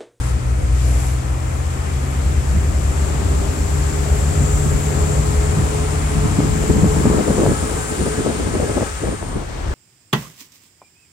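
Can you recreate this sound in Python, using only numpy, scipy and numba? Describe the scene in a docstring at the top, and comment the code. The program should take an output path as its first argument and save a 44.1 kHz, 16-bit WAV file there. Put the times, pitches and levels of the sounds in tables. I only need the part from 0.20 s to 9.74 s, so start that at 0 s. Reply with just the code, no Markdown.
"""A truck engine pulls up a wet road at night, heard on a phone in the cab with the side window open.
Its firing makes a hum and a growl, joined by a cab drone and a gear whine, over body rumble, road roar
and spray hiss. A thin high hiss drifts, a draught sings, and oncoming cars swish past at the start.
Gusts thump and slap the phone's two microphone openings (ports), most of all around the time it turns
to the window. At the end the noise falls away and a slower engine takes over."""
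import sys
import numpy as np
from scipy import signal
from scipy.fft import rfft, irfft, next_fast_len
from scipy.io import wavfile
from scipy.ndimage import uniform_filter1d
from numba import njit

SR = 44100
rng = np.random.default_rng(int(sys.argv[2]) if len(sys.argv) > 2 else 0)


def dump(signal):
    """Clip the signal to [-1, 1] and save it as 16-bit WAV at the path in sys.argv[1]."""
    limited = np.clip(np.atleast_2d(signal).T, -1, 1)
    pcm = np.round(limited * 32767).astype(np.int16)
    wavfile.write(sys.argv[1], SR, pcm)


N = 420713
T = np.arange(N) / SR
SIZE = next_fast_len(N)
HZ = np.arange(SIZE // 2 + 1) * SR / SIZE + 1e-3

# Levels in the tables are relative; the mix sets the final loudness.
# The engine. Each row: time in seconds, firing rate in Hz, load in dB.
ENGINE = [(0, 60.72, 0), (.8, 62.38, 0.5), (1.3, 63.5, -0.5), (2.0, 67.26, -1.5), (3.2, 71.03, -1.5),
          (4.8, 73.89, 1), (6.0, 74.77, 0.5), (6.8, 76.6, 2), (7.3, 76.56, -10), (8.0, 75.6, -15)]
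# How the cab passes low and high multiples of the firing rate. Each row: frequency in Hz, level in dB.
CAB_LOW = [(60, -18.5), (62.3, -17.5), (63.3, -28.5), (65.5, -32), (67, -16.5), (71, -20.5), (74.2, -28.5),
           (76, -31), (121, -27.5), (126, -26.5), (131, -27), (136, -26), (142, -28.5), (146, -25),
           (154, -26.5), (183, -54), (204, -41), (226, -40)]
CAB_HIGH = [(230, -47), (260, -45), (320, -45.5), (380, -60), (440, -56), (500, -52), (580, -56),
            (660, -56), (730, -49), (790, -48), (880, -58), (960, -55), (1030, -50), (1100, -58),
            (1200, -54), (1270, -54), (1330, -54.5), (1450, -63), (1800, -64)]
# Three sounds that drift in pitch. Each row: time in seconds, pitch in Hz, level in dB.
DRONE = [(0, 79.5, -30), (1.2, 80.5, -25), (2.0, 78.4, -24), (3.2, 78.6, -24), (3.7, 79.5, -25),
         (4.4, 79.5, -23.5), (6.0, 81.4, -26), (6.4, 83, -31), (7.9, 84, -50), (8.4, 83, -22),
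         (8.8, 84.5, -39)]
HIGH_HISS = [(0, 9800, -48.5), (1, 10260, -47), (4.7, 10530, -42), (5.6, 9524, -38), (6.1, 9700, -39.5),
             (6.5, 10550, -42), (7, 9540, -38), (7.5, 9510, -35.5), (8, 9060, -37.5), (9.1, 8980, -44),
             (9.54, 9200, -76)]
WHINE = [(1.6, 381.4, -42), (2.3, 386.7, -44), (3.0, 395.9, -36.5), (3.6, 404.3, -35.5), (4.0, 412.5, -33),
         (4.5, 418.6, -32), (5.1, 422.3, -29), (5.6, 423.5, -30), (6.2, 428.8, -31.5), (6.9, 428.5, -25),
         (7.4, 429.3, -33.5), (8.05, 431, -25), (8.35, 425.6, -42), (8.7, 420, -43), (9.0, 415, -41)]
# Ringing panels. Each row: pitch in Hz, width in Hz, dB against the road roar at low revs,
# the same at high revs, dB added when facing the window.
PANELS = [(695, 16, -27, -20, -3), (774, 14, -20, -15, -10), (1041, 12, -16, -13, -6),
          (1185, 12, -27, -19, 1), (1284, 20, -16, -10, 1.5), (1557, 13, -30, -21, 9),
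          (1663, 22.26, -23, -18, 8.5), (2404, 140, -15, -18.5, -11)]
# The tone colour of five noises. Each row: frequency in Hz, level in dB.
RUMBLE_COLOUR = [(20, -34), (35, -13.5), (50, -4), (62, 0.5), (72, -4), (85, -7), (105, -9.5), (135, -15),
                 (160, -16), (230, -28.5), (400, -27)]
RASP_COLOUR = [(100, -4), (200, -4), (290, -0.5), (350, -3.5), (450, -5), (620, -7), (750, -4), (880, -5),
               (1100, -8), (1310, -12), (1400, -13.5), (2500, -23)]
ROAR_COLOUR = [(500, -13.5), (1000, -6.5), (1500, -2), (1750, -3), (2050, -3.5), (2400, -6.5), (2700, -7.5),
               (3200, -8.5), (5000, -27)]
SPRAY_COLOUR = [(1500, -24), (3000, -6), (4500, -0.5), (6000, 2.5), (7000, 3), (9000, -1), (10200, -17),
                (11200, -15), (12300, -16), (13500, -21), (14300, -29), (15200, -21), (16000, -22)]
SINGING_COLOUR = [(5500, -18), (6700, -6), (7400, 4), (8000, -6), (9000, -14), (10000, -26.5)]
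# Loudness of the body rumble and the singing draught. Each row: time in seconds, level in dB.
RUMBLE_LEVEL = [(0, -22), (.8, -21), (1.6, -23.5), (2.2, -20), (3.3, -19.5), (4.7, -18), (5.9, -20),
                (6.2, -21), (6.62, -17.5), (6.93, -20.5), (7.5, -24), (7.9, -30.5), (8.5, -22.5),
                (9.4, -28), (9.54, -21.5)]
SINGING_LEVEL = [(0, -45.5), (1.3, -40), (1.9, -39.5), (2.6, -35), (4.5, -29), (5.2, -31.5), (5.9, -34),
                 (6.4, -31), (7.7, -31.5), (8.3, -38), (8.8, -37.5), (9.4, -54), (9.54, -54)]
# Oncoming cars throwing spray. Each row: middle in seconds, length in seconds.
PASSING_CARS = [(0, .25), (0.748, 0.36)]
# Draught on the ports between gusts. Each row: time in seconds, level in dB, air speed in m/s.
DRAUGHT = [(0, -50, 7.5), (2, -36, 6.1), (4, -37.5, 6.7), (5.8, -32, 5.04), (6.3, -24, 5.2),
           (6.9, -28.5, 6.5), (7.3, -21.5, 8.9), (7.4, -40, 5.1), (7.8, -33, 6.9), (8.6, -27, 12),
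           (8.7, -55, 11), (9.22, -30.5, 8.2), (9.3, -45, 6.5), (9.54, -48, 5.9)]
# Gusts. Each row: middle in seconds, length in milliseconds, peak in dB, air speed in m/s.
GUSTS = [(2.363, 65, -22, 3), (4.231, 48, -23, 3.8), (4.466, 18.8, -17, 5), (4.549, 50, -17.5, 3.7),
         (5.396, 57, -18.5, 3.6), (5.972, 53, -20, 3.9), (6.053, 44, -17, 4.4), (6.196, 25, -11, 5.5),
         (6.246, 42, -20.5, 8.9), (6.316, 56, -20, 2.6), (6.505, 19, -10.5, 6.1), (6.572, 65, -15.5, 5.6),
         (6.645, 49, -10.5, 4.4), (6.795, 77, -21.5, 6.5), (6.866, 37, -12, 6.2), (6.909, 30, -15.5, 6.2),
         (6.955, 42, -19.5, 9.2), (7.001, 37, -16.5, 12), (7.08, 17, -16.5, 9.4), (7.106, 22, -17, 8.9),
         (7.195, 43, -17, 8.7), (7.228, 33, -18, 13), (7.281, 42, -15, 5.5), (7.318, 30, -16, 6.3),
         (7.442, 37, -23, 8.1), (7.547, 114, -28, 11.6), (7.717, 24, -24, 8.6), (7.815, 46, -20, 8.1),
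         (7.871, 29, -21.5, 11.8), (7.995, 34, -18.5, 7.4), (8.088, 62, -18, 11), (8.2, 24, -22, 9.8),
         (8.277, 45, -23, 8.1), (8.357, 36, -18.5, 10.2), (8.417, 58, -21, 13), (8.505, 28, -22, 16),
         (8.575, 29, -16, 13.3), (8.624, 24, -17, 11.3), (8.841, 41, -21.5, 9.7), (8.885, 45, -25, 10),
         (8.932, 36, -22.5, 10.3), (9.033, 30, -30, 13), (9.166, 19, -20, 8.2)]
# Slaps of air. Each row: middle in seconds, level in dB, pitch in Hz, left over right in dB.
SLAPS = [(4.464, -17, 300.4, -3), (5.386, -12, 220, 1), (6.427, -16, 450, 0), (6.439, -9, 388, 1),
         (8.352, -15, 560, 2), (9.027, -15.5, 600, 2), (6.195, -12.0, 365.0, 1.0), (6.205, -8, 484.0, 3.0),
         (6.501, -7, 373.0, -2.0), (6.566, -15, 359.0, 5), (6.628, -21, 362.0, 5), (6.644, -5.5, 421.0, -1),
         (6.656, -16, 324.0, 6.0), (6.856, -5, 417.0, -3.0), (6.867, -9, 366.0, 4),
         (6.902, -11, 389.0, 10.0), (6.937, -8, 393, 4.0), (6.997, -14, 457.0, 0), (7.009, -15, 389.0, 1),
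         (7.08, -8, 430, 1.0), (7.107, -5.0, 388.0, 1.0), (7.183, -6, 432.0, 4.0), (7.194, -13, 362.0, 1.0),
         (7.202, -8, 425.0, 0), (7.235, -5, 475.0, -2.0), (7.256, -6.0, 452.0, 1.0),
         (7.264, -1.5, 550.0, 1.0), (7.276, -6, 352, 3.0), (7.312, -12.0, 447.0, 1.0),
         (7.32, -6.5, 373.0, 3.0), (7.429, -17, 456.0, 4.0), (7.726, -14.0, 388.0, 5.0),
         (7.824, -19, 381.0, 6.0), (7.866, -12, 505.0, 4.0), (7.988, -16, 395.0, 4.0),
         (8.063, -7, 418.0, -1.0), (8.071, -13, 431.0, 1.0), (8.101, -11, 440, -2),
         (8.114, -11.0, 488.0, 5.0), (8.356, -15, 388.0, 3), (8.402, -10, 542.0, 1.0),
         (8.432, -14, 442, 7.0), (8.443, -10, 483.0, -3), (8.581, -7, 509.0, 0), (8.61, -9, 577.0, 0.0),
         (8.629, -9, 406.0, -4), (8.839, -15, 403.0, 5), (8.873, -18, 618.0, 2), (8.892, -19, 517.0, 10.0),
         (8.927, -18, 404.0, 3.0), (9.164, -14, 401.0, 2.0)]
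# Brief dips in the low noise. Each row: middle in seconds, length in seconds, change in dB.
LULLS = [(7.38, 0.041, -1), (7.668, 0.067, -3.5), (8.75, 0.13, -4), (8.983, 0.076, -3),
         (9.263, 0.048, -2.5)]
# How alike the two ports sound. Each row: frequency in Hz, shared part from 0 to 1.
LIKENESS = [(60, 0.96), (200, 0.58), (400, 0.3), (700, 0.31), (1300, 0.093), (2300, 0.17), (5000, 0.24),
            (7500, 0.11), (8500, 0.29), (9400, 1), (12000, .99)]
# The left port's lag, bent by cab echoes. Each row: frequency in Hz, lag in radians.
LEFT_LAG = [(60, -0.2), (200, 0.43), (500, 1.44), (700, 1.5), (860, 4), (1100, 1.5), (1700, 2),
            (2400, -0.5), (3100, -1.9), (6500, 0.2)]
# The hand shading the right port. Each row: frequency in Hz, dB against the left port.
HAND_SHADE = [(50, -1.5), (200, -3), (400, -2), (1000, -4.5), (2500, -1.5), (3300, -8), (5000, -12),
              (6800, -12), (7700, -3.5), (8700, -0.5), (16000, 0)]
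# Noise levels in dB: at low revs, at high revs, added by a car, added at the window, after the fade.
RASP_DB = (-36, -25.5, 2.5, -1.5, -31)
ROAR_DB = (-39.5, -33.5, 2.5, 0, -41)
SPRAY_DB = (-42, -33.5, 4.5, 0, -42.5)


def undb(db):
    """Turn decibels into a gain."""
    return 10 ** (np.asarray(db) / 20)


def unit(x):
    """Scale a signal to an average strength (rms) of 1."""
    return x / np.sqrt(np.mean(x ** 2))


def over_hz(table):
    """Join a table's points into a smooth curve over frequency."""
    hz, value = np.transpose(table)
    return np.interp(np.log(HZ), np.log(hz), value)


def over_time(table):
    """A table's columns as curves, plus a gate that fades any start or stop inside the scene."""
    s, *columns = np.transpose(table)
    fade_in = (T - s[0]) / .04 + (s[0] <= 0)
    fade_out = (s[-1] - T) / .04 + (s[-1] > 9.5)
    return [np.interp(T, s, c) for c in columns] + [np.clip(np.minimum(fade_in, fade_out), 0, 1)]


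def walk(rate):
    """A smooth random wobble of size about 1, with `rate` new values a second."""
    hold = int(SR / rate)
    steps = np.repeat(rng.standard_normal(N // hold + 1), hold)
    return 1.3 * uniform_filter1d(uniform_filter1d(steps, hold), hold)[:N]


def bump(s, length):
    """A blunt rise and fall that reaches 1 at time s."""
    return np.exp(-np.log(2) * (np.abs(T - s) / (length / 2)) ** 4)


@njit
def moving_filter(x, hz, damping, lowpass):
    """Keep the sound near a moving frequency, or all below it if lowpass is set."""
    y, band, low = np.empty(len(x)), 0., 0.
    for i in range(len(x)):
        g = np.tan(np.pi * hz[i] / SR)
        v = (band + g * (x[i] - low)) / (1 + g * (g + damping))
        y[i] = low + g * v if lowpass else damping * v
        band, low = 2 * v - band, low + 2 * g * v
    return y


def narrow_noise(hz, damping):
    """Noise around one pitch; less damping makes it narrower."""
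    return moving_filter(rng.standard_normal(N), hz, damping, False)


def ports(common, own, share):
    """Spectra at both ports: a shared part, shifted on the left, plus each port's own part."""
    share = np.clip(share, 0, 1)
    # high up, the left port is flipped and hears the path round the case, 13 samples late
    round_case = -np.exp(-2j * np.pi * HZ * 13 / SR)
    left = np.where(HZ < 6500, np.exp(-1j * over_hz(LEFT_LAG)), round_case)
    return np.sqrt(share) * common * np.array([left, np.ones_like(left)]) + np.sqrt(1 - share) * own


def wide_noise(colour, swell_db, flicker_db):
    """Coloured noise at both ports; its octaves swell together and flicker alone."""
    common, *own = rfft(rng.standard_normal((3, SIZE)))
    pair = ports(common, np.array(own), over_hz(LIKENESS)) * undb(over_hz(colour))
    out, swell = 0, swell_db * walk(1.46)
    for octave in np.arange(np.floor(np.log2(colour[0][0])), np.log2(colour[-1][0]) + 1):
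        band = np.cos(np.pi / 2 * np.clip(np.log2(HZ) - octave, -1, 1)) ** 2
        out = out + undb(swell + flicker_db * walk(9)) * irfft(pair * band, SIZE)[:, :N]
    return unit(out)


def tones(hz, levels_db, gate, waver, flutter_db, pace=8):
    """Multiples of one slightly wavering pitch, each fluttering in level."""
    phase = 2 * np.pi * np.cumsum(hz * (1 + waver * walk(6))) / SR
    return gate * np.sqrt(2) * sum(undb(db + flutter_db * walk(pace)) * np.sin((k + 1) * phase + k)
                                   for k, db in enumerate(levels_db))


def revs(low_hz=60, high_hz=77):
    """How fast the engine fires: 0 at low revs, 1 at high revs."""
    return (over_time(ENGINE)[0] - low_hz) / (high_hz - low_hz)


def passing():
    """How near an oncoming car is, from 0 to 1."""
    return sum(bump(s, length) for s, length in PASSING_CARS)


def facing(start_s=6.9, length_s=.3):
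    """How far the phone has turned to the window, from 0 to 1."""
    return np.clip((T - start_s) / length_s, 0, 1)


def driving_gain(low_db, high_db, car_db, window_db, end_db):
    """Noise grows with the revs and passing cars, fades late on, then rises at the very end."""
    driving_db = low_db + (high_db - low_db) * revs() + car_db * passing() + window_db * facing()
    fade = np.clip((T - 8.64) / .53, 0, 1)
    recovery_db = 9.5 * np.maximum(T - 9.24, 0)
    return undb((1 - fade) * driving_db + fade * end_db + recovery_db)


def engine_hum():
    """The first three multiples of the firing rate, shaped by the cab."""
    hz, load_db, gate = over_time(ENGINE)
    levels_db = [load_db + np.interp(k * hz, *np.transpose(CAB_LOW)) for k in range(1, 4)]
    return tones(hz, levels_db, gate, waver=.0015, flutter_db=1.44)


def engine_growl(rise_db=4.5, flutter_db=2.5):
    """Higher multiples of the firing rate, each swelling as it crosses a pitch where the cab rings."""
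    hz, _, gate = over_time(ENGINE)
    phase = 2 * np.pi * np.cumsum(hz * (1 + .001195 * walk(6))) / SR
    out = 0
    for k in range(4, 24):
        db = np.interp(k * hz, *np.transpose(CAB_HIGH)) + rise_db * revs() + flutter_db * walk(2.446)
        out = out + undb(db) * np.sin(k * phase + k * k)
    return gate * np.sqrt(2) * out


def cab_drone():
    """The cab drones on one low, wavering note."""
    hz, db, gate = over_time(DRONE)
    return tones(hz, [db], gate, waver=.0043, flutter_db=1.4)


def body_rumble(throb_db=1.5, throbs_per_s=12):
    """The truck's body rumbles: deep noise with an uneven throb."""
    db = over_time(RUMBLE_LEVEL)[0] + throb_db * walk(throbs_per_s)
    return undb(db) * wide_noise(RUMBLE_COLOUR, swell_db=.79, flicker_db=1.04)


def engine_rasp():
    """Rough noise from the engine bay that follows the revs."""
    return driving_gain(*RASP_DB) * wide_noise(RASP_COLOUR, swell_db=.33, flicker_db=1.56)


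def wet_road():
    """The road roars in the middle range and its spray hisses above."""
    roar = driving_gain(*ROAR_DB) * wide_noise(ROAR_COLOUR, swell_db=.098, flicker_db=1)
    spray = driving_gain(*SPRAY_DB) * wide_noise(SPRAY_COLOUR, swell_db=.15, flicker_db=.67)
    return roar + spray


def ringing_panels(flutter_db=1.5):
    """The road shakes panels, each ringing roughly around its own pitch."""
    out = 0
    for hz, width, low_db, high_db, window_db in PANELS:
        db = low_db + (high_db - low_db) * revs() + window_db * facing() + flutter_db * walk(4.3)
        wandering_hz = hz * (1 + .0039 * walk(1.46))
        out = out + undb(db) * unit(narrow_noise(wandering_hz, width / hz))
    return driving_gain(*ROAR_DB) * out


def high_hiss(damping=.19, car_db=8.5):
    """A thin, drifting hiss, like air through a narrow gap; louder as a car passes."""
    hz, db, _ = over_time(HIGH_HISS)
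    gain = undb(db + car_db * passing() + walk(15))
    return gain * unit(moving_filter(narrow_noise(hz, damping), hz, damping, False))


def singing_draught(car_db=6.5):
    """The draught sings in a hollow: high noise with one peak, louder as a car passes."""
    db = over_time(SINGING_LEVEL)[0] + car_db * passing()
    return undb(db) * wide_noise(SINGING_COLOUR, swell_db=.28, flicker_db=.72)


def eddies(per_s=1500, scatter_db=2.5):
    """Tiny swirls of air burst on a port as pressure kicks, a few much larger than the rest."""
    kicks = (rng.random(N) < per_s / SR) * rng.standard_normal(N)
    return kicks * undb(scatter_db * rng.standard_exponential(N))


def wind_on_ports(eddy_size_m=.02, damping=1.35, throb_db=1.05):
    """Draught and gusts drive eddies onto the ports; faster air makes a brighter thump."""
    db, speed, _ = over_time(DRAUGHT)
    power = undb(db) ** 2
    weighted_speed = power * speed
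    for s, ms, peak_db, gust_speed in GUSTS:
        half_lengths_away = np.minimum(np.abs(T - s) / (ms / 2000), 6)
        gust_power = undb(peak_db - 6 * half_lengths_away ** 3.3) ** 2
        power += gust_power
        weighted_speed += gust_power * gust_speed
    top_hz = np.clip(weighted_speed / power / eddy_size_m, 100, 2000)
    common, *own = rfft([eddies() for _ in range(3)], SIZE)
    kicks = irfft(ports(common, np.array(own), share=.67), SIZE)[:, :N]
    thump = unit(signal.sosfilt(signal.butter(2, 90, "high", fs=SR, output="sos"), kicks))
    for _ in range(2):
        thump = np.array([moving_filter(port, top_hz, damping, True) for port in thump])
    # even out the kicks, so that draught and gusts set the level
    strength = np.sqrt(uniform_filter1d(uniform_filter1d(np.mean(thump ** 2, 0), 700), 700))
    return undb(2.5 + throb_db * walk(40)) * np.sqrt(power) * thump / strength


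def gear_whine(rattle_db=-9):
    """The gears whine on three fluttering tones, with a rattle of noise around the lowest."""
    hz, db, gate = over_time(WHINE)
    rattle = gate * undb(db + rattle_db) * unit(narrow_noise(hz, damping=.09))
    return rattle + tones(hz, [db - 1, db - 19, db - 23], gate, waver=.001974, flutter_db=3.2, pace=45)


def air_slaps(cycles=.59, snap_db=-7.5, gain_db=-2.5):
    """Each slap is a short pressure jump with a snap an octave up, most nearer one port."""
    out, half = np.zeros((2, N)), SR // 50
    t = np.arange(-half, half) / SR
    for (s, db, hz, pan_db), push in zip(SLAPS, rng.choice([-1, 1], size=len(SLAPS))):
        jump, snap = (np.cos(2 * np.pi * f * t - np.pi / 4) * np.exp(-(t * f / cycles) ** 2)
                      for f in (hz, 2 * hz))
        gains = undb(db + gain_db + np.array([[pan_db], [-pan_db]]) / 2)
        start = int(s * SR) - half
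        out[:, start:start + len(t)] += gains * push * (jump + undb(snap_db) * snap)
    return out


def lulls():
    """A gain that makes the low noise dip briefly."""
    return undb(sum(db * bump(s, length) for s, length, db in LULLS))


def slow_engine(start_s=9, firing_hz=35.3, climb_hz_per_s=4.9, swell_db_per_s=9.5):
    """A slower engine's firing hum comes in, rising in pitch and level."""
    since = np.maximum(T - start_s, 0)
    levels_db = [db + swell_db_per_s * since for db in (-33.5, -38, -42.5)]
    fade_in = np.minimum(since / .045, 1)
    return tones(firing_hz + climb_hz_per_s * since, levels_db, fade_in, waver=.0047, flutter_db=3.8)


def scene():
    """Pitched sounds reach both ports through the air; wide noise and wind differ at each port."""
    pitched = engine_hum() + engine_growl() + cab_drone() + ringing_panels() + high_hiss()
    pitched += gear_whine() + slow_engine()
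    airborne = undb(1.5) * irfft(ports(rfft(pitched, SIZE), own=0, share=.9), SIZE)[:, :N]
    low_noise = body_rumble() + engine_rasp() + wind_on_ports() + air_slaps()
    return airborne + lulls() * low_noise + wet_road() + singing_draught()


def record(dry, ceiling=.97, top_hz=15850):
    """The hand shades the right port; the phone rounds off peaks and cuts the highest treble."""
    shade = np.array([np.ones_like(HZ), undb(over_hz(HAND_SHADE))])
    shaded = irfft(rfft(dry, SIZE) * shade, SIZE)[:, :N]
    rounded = shaded / (1 + (shaded / ceiling) ** 4) ** .25
    return signal.sosfilt(signal.ellip(10, .2, 80, top_hz, fs=SR, output="sos"), rounded)


dry = scene()
out = record(dry)
dump(out)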